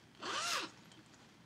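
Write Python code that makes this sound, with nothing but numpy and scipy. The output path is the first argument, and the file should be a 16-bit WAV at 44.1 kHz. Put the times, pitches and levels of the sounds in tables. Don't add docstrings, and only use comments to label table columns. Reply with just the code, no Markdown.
import sys
import numpy as np
from scipy import signal
from scipy.fft import rfft, irfft, next_fast_len
from scipy.io import wavfile
from scipy.ndimage import uniform_filter1d, map_coordinates

SR = 44100
rng = np.random.default_rng(int(sys.argv[2]) if len(sys.argv) > 2 else 0)


def waveform_to_disk(signal):
    frames = np.transpose(np.atleast_2d(signal))
    scaled = np.clip(frames, -1, 1) * 32767
    samples = np.round(scaled).astype(np.int16)
    wavfile.write(sys.argv[1], SR, samples)


N = 63945
TIME_S = np.arange(N) / SR


def amp(db):
    return 10 ** (np.asarray(db) / 20)


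def unit_rms(x):
    return x / np.sqrt(np.mean(x ** 2) + 1e-20)


def at_hz(points, hz):
    knots_hz, values = np.transpose(points)
    return np.interp(np.log(hz + 1), np.log(knots_hz + 1), values)


def curve(points):
    return np.interp(TIME_S, *np.transpose(points))


def wobble(knots_per_s):
    return map_coordinates(rng.standard_normal(N // 20), [TIME_S * knots_per_s])


def filtered(x, response):
    size = next_fast_len(N + SR // 2)
    return irfft(rfft(x, size) * response(np.fft.rfftfreq(size, 1 / SR)), size)[:N]


def coloured(x, spectrum, size=4096):
    cepstrum = irfft(np.log(amp(at_hz(spectrum, np.fft.rfftfreq(size, 1 / SR)))))
    cepstrum[1:size // 2] *= 2
    cepstrum[size // 2 + 1:] = 0
    ring = irfft(np.exp(rfft(cepstrum)))
    return signal.fftconvolve(x, ring / np.linalg.norm(ring))[:N]


def pulses(positions, sizes, half_width=8):
    taps = np.floor(positions)[:, None].astype(int) + np.arange(1 - half_width, half_width + 1)
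    offset = taps - positions[:, None]
    weights = sizes[:, None] * np.sinc(offset) * np.sinc(offset / half_width)
    return np.bincount(np.clip(taps, 0, N).ravel(), weights.ravel(), N + 1)[:N]


def swells(rows, half_width_hz):
    out = np.zeros(N)
    for start_s, db, pitch_hz, length_s in rows:
        band = filtered(rng.standard_normal(N),
                        lambda hz: 1 / (1 + ((hz - pitch_hz) / half_width_hz) ** 4))
        progress = np.clip((TIME_S - start_s) / length_s, 0, 1)
        out += amp(db) * np.sin(np.pi * progress) * unit_rms(band)
    return out


# freq_hz, gain_db
AIR_SPECTRUM = [(15, -68), (25, -13), (43, -31), (82, -14.5), (156, -6), (289, -9), (444, -18), (482, -21),
                (1080, -22.5), (1900, -21.5), (2920, -29), (3250, -20.5), (3530, -30), (5420, -31.5),
                (15500, -49.5)]
# pitch_hz, level_db
MAINS_HUM = [(59.5, -83.5), (119, -72.5)]


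def room_tone(air_db=-64):
    hum = sum(amp(db) * np.sqrt(2) * np.sin(2 * np.pi * (hz * TIME_S + rng.random()))
              for hz, db in MAINS_HUM)
    return hum + amp(air_db) * coloured(rng.standard_normal(N), AIR_SPECTRUM)


# time_s, level_db
RUSTLE_LEVEL = [(0, -66.5), (.14, -78), (.3, -47.5), (.72, -63.5), (.86, -67), (.96, -67.5), (1.04, -70.5),
                (1.10, -67.5), (1.135, -64), (1.17, -69), (1.21, -62.5), (1.28, -66.5), (1.45, -74.5)]
# freq_hz, gain_db
CLOTH_SPECTRUM = [(200, -5.5), (700, 3), (1500, 1), (2400, -1.5), (4000, -2.5), (7000, -10), (10000, -24),
                  (15000, -39)]


def cloth(grain_db=3):
    flutter = unit_rms(uniform_filter1d(rng.standard_normal(N), size=80))
    grain = unit_rms(amp(grain_db * flutter))
    return amp(curve(RUSTLE_LEVEL)) * coloured(grain * rng.standard_normal(N), CLOTH_SPECTRUM)


# start_s, level_db, ring_hz
TAB_TICKS = [(0.1496, -54, 2880), (0.174, -55.5, 3000), (0.2007, -53, 2960), (0.774, -55.5, 5310),
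             (.857, -54, 1380), (0.9163, -48.5, 3800), (.919, -55.5, 7560), (.973, -56.5, 3040),
             (0.991, -57, 1240), (1.061, -57, 7340), (1.143, -56.5, 6500)]


def pull_tab(t60_s=0.022, width_oct=0.22, crack_db=-4.5):
    out = np.zeros(N)
    hz = np.geomspace(200, 16000, num=60)
    crack = amp(crack_db + at_hz(CLOTH_SPECTRUM, hz))
    for start_s, db, ring_hz in TAB_TICKS:
        decay = (TIME_S >= start_s) * amp(db - 60 * np.abs(TIME_S - start_s) / t60_s)
        resonance = np.exp(-.5 * (np.log2(hz / ring_hz) / width_oct) ** 2)
        spectrum = np.column_stack([hz, 20 * np.log10(resonance + crack)])
        out += coloured(decay * rng.standard_normal(N), spectrum)
    return out


# centre_hz, width_hz, gain_db
BAG_MODES = [(313, 100, -7.5), (620, 230, -21), (1220, 230, 4), (1530, 160, -3.5), (2640, 580, -5),
             (3880, 1170, -4.5), (4990, 620, -11)]


def tooth_thumps(strikes, low_hz=202, top_hz=6500, waver_db=3):
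    def response(hz):
        modes = sum((-1) ** k * amp(db) * 1j * hz * width / (centre ** 2 - hz ** 2 + 1j * hz * width)
                    for k, (centre, width, db) in enumerate(BAG_MODES))
        return modes * hz / (hz - 1j * low_hz) / (1 + (hz / top_hz) ** 6)

    waver = amp(waver_db * np.tanh(wobble(knots_per_s=77)))
    return unit_rms(filtered(strikes, response) * waver)


def friction(contact):
    noise = rng.standard_normal(N)
    return contact * noise / np.sqrt(np.abs(uniform_filter1d(noise ** 2, size=20)))


# freq_hz, gain_db
SCRAPE_SPECTRUM = [(100, -23), (300, -11.5), (550, -2.5), (800, -11.5), (1200, -4.5), (1600, 4.5),
                   (2250, -1.5), (3000, 3), (4300, 2), (6000, -10), (9000, -20.5), (12000, -66),
                   (15500, -16)]
# freq_hz, gain_db
SIZZLE_SPECTRUM = [(1500, -22), (4000, -1), (5200, 6), (6600, 3.5), (8000, -3.5), (11000, -15.5),
                   (13000, -12), (15500, -20)]
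# time_s, cutoff_hz
RASP_CUTOFF = [(.25, 7440), (.32, 8600), (.42, 9200), (.5, 11600), (.58, 12100), (.68, 8000)]


def slider_rasp(contact, scrape_gain, sizzle_gain, q=1.6, leak=.05):
    scrape = scrape_gain * coloured(friction(contact), SCRAPE_SPECTRUM)
    sizzle = sizzle_gain * coloured(friction(contact), SIZZLE_SPECTRUM)
    hz, frame_s, frames = signal.stft(scrape + sizzle, SR, nperseg=256)
    ratio = hz[:, None] / np.interp(frame_s, *np.transpose(RASP_CUTOFF))
    low_pass = 1 / np.abs(1 - ratio ** 6 + 1j * ratio ** 3 / q)
    return signal.istft(frames * np.hypot(low_pass, leak), SR, nperseg=256)[1][:N]


# freq_hz, gain_db
WHINE_SPECTRUM = [(150, -19), (250, -6.5), (310, 1), (390, -2), (450, -14.5), (560, -6), (630, -10),
                  (700, -4), (850, -29.5), (1020, -3), (1180, 2.5), (1400, -4.5), (1600, -7), (2100, -12.5),
                  (2400, -28), (2640, -8), (2850, -10.5)]


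def tape_whine(rate_hz, teeth_passed, speed, slip_rad=0.14, waver_db=5):
    slip = slip_rad / np.maximum(speed, .5) ** 2 * wobble(knots_per_s=190)
    phase = 2 * np.pi * teeth_passed + slip
    out = np.zeros(N)
    for k in range(1, 5):
        db = at_hz(WHINE_SPECTRUM, k * rate_hz) + waver_db * np.tanh(wobble(knots_per_s=55))
        out += np.sqrt(2) * amp(db) * np.sin(k * phase)
    return out


# time_s, delay_s, gain
TABLE_ECHO = [(.22, 0.00066, 0.69), (.35, 0.00065, 0.27), (.48, 0.000774, 0.26), (.63, 0.000762, 0.27),
              (.7, 0.00075, 0.36)]


def table_bounce(x):
    time_s, *columns = np.transpose(TABLE_ECHO)
    delay_s, gain = [np.interp(TIME_S, time_s, column) for column in columns]
    echo = map_coordinates(x, [SR * (TIME_S - delay_s)])
    return (x + gain * echo) / np.hypot(1, gain)


# time_s, rate_hz
TOOTH_RATE = [(.19, 139.1), (.22, 225.4), (.254, 326.7), (.305, 407.6), (.342, 520.6), (.378, 588.5),
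              (.416, 650.5), (.45, 687.8), (.485, 707.5), (.516, 679), (.55, 603.5), (.57, 553.5),
              (.606, 406), (.645, 305), (.69, 180.5)]
# time_s, tape_db, scrape_db, sizzle_db
STROKE_GAINS = [(.19, -66, -77, -98), (.212, -55, -71, -82), (0.229, -48, -57, -64), (.256, -50, -46, -74),
                (.305, -46.5, -47.5, -67), (0.334, -44, -47.5, -49.5), (0.379, -39, -43, -51),
                (0.428, -44.5, -46.5, -43.5), (.48, -45, -40.5, -40.5), (.532, -44, -36, -40),
                (0.568, -37.5, -39.5, -45), (0.609, -52.5, -40.5, -54.5), (0.646, -48.5, -48, -77),
                (.675, -74, -59.5, -63), (.71, -92, -89, -64)]


def zipper(fast_hz=700, jitter_s=36e-6, row_mismatch=0.037, thump_scatter_db=2,
           scrape_scatter_db=3.5, scrape_life_teeth=0.75, drag=0.44):
    rate_hz = curve(TOOTH_RATE)
    speed = rate_hz / fast_hz
    teeth_passed = np.cumsum(rate_hz) / SR
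    tooth = np.arange(int(teeth_passed[-1]) + 1)
    timing, force, roughness = np.sqrt(3) * rng.uniform(-1, 1, (N // 20, 3))[tooth].T

    positions = np.interp(tooth, teeth_passed, np.arange(N))
    strike_speed = np.interp(positions, np.arange(N), speed)
    positions += jitter_s * SR * timing / strike_speed ** 2
    sizes = (1 + row_mismatch * (-1) ** tooth) / np.sqrt(strike_speed)
    strikes = pulses(positions, sizes * amp(thump_scatter_db * force))
    grip = amp(scrape_scatter_db * roughness[teeth_passed.astype(int)])
    contact = unit_rms(drag + grip * np.exp(-(teeth_passed % 1) / scrape_life_teeth))

    time_s, *gains_db = np.transpose(STROKE_GAINS)
    tape, scrape, sizzle = [amp(np.interp(TIME_S, time_s, db, -np.inf, -np.inf)) for db in gains_db]
    thumps = amp(-3.5) * tape * tooth_thumps(strikes)
    rasp = slider_rasp(contact, amp(-2.5) * scrape, amp(-2.4) * sizzle)
    whine = amp(-2) * tape * tape_whine(rate_hz, teeth_passed, speed)
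    return whine + table_bounce(thumps + rasp)


# start_s, level_db, pitch_hz, length_s
METAL_SQUEAKS = [(.215, -69, 7870, 0.069), (.296, -47, 3130, 0.024), (.33, -54, 5900, 0.065),
                 (.355, -48.5, 3040, 0.035), (.63, -60.5, 5320, 0.048), (.78, -73, 6870, 0.062),
                 (.843, -72, 11740, 0.022), (.915, -68, 3140, 0.052), (1.137, -62.5, 6850, 0.014)]


def metal_squeaks():
    return swells(METAL_SQUEAKS, half_width_hz=150)


# start_s, level_db, pitch_hz, length_s
LOW_SWELLS = [(.315, -52, 317.5, 0.041), (.66, -58, 174, 0.023), (.775, -59.5, 169, 0.066),
              (.875, -61, 192, 0.06), (.97, -59.5, 294, 0.036)]


def low_swells():
    return swells(LOW_SWELLS, half_width_hz=41.5)


# freq_hz, t60_s
ROOM_DECAY = [(150, .33), (1000, 0.26), (6000, 0.17), (11000, 0.11)]


def room(x, tail_db=-11, walls_db=-12, bounces=10):
    hz, frame_s, frames = signal.stft(rng.standard_normal(SR // 2), SR, nperseg=256)
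    decay = amp(-60 * frame_s / at_hz(ROOM_DECAY, hz)[:, None])
    tail = signal.istft(frames * decay, SR, nperseg=256)[1]
    delays_s = rng.uniform(.002, 0.027, bounces)
    walls = pulses(SR * delays_s, rng.standard_normal(bounces))[:len(tail)]
    response = amp(tail_db) * tail / np.linalg.norm(tail) + amp(walls_db) * walls / np.linalg.norm(walls)
    return x + signal.fftconvolve(x, response)[:N]


def scene():
    small_sounds = pull_tab() + cloth() + metal_squeaks() + low_swells()
    return (room_tone() + room(small_sounds + zipper()))[None]


def record(dry):
    low_hz, top_hz = 55.4, 15700
    return filtered(dry[0], lambda hz: (hz < top_hz) * hz ** 4 / np.hypot(hz ** 4, low_hz ** 4))[None]


dry = scene()
out = record(dry)
waveform_to_disk(out)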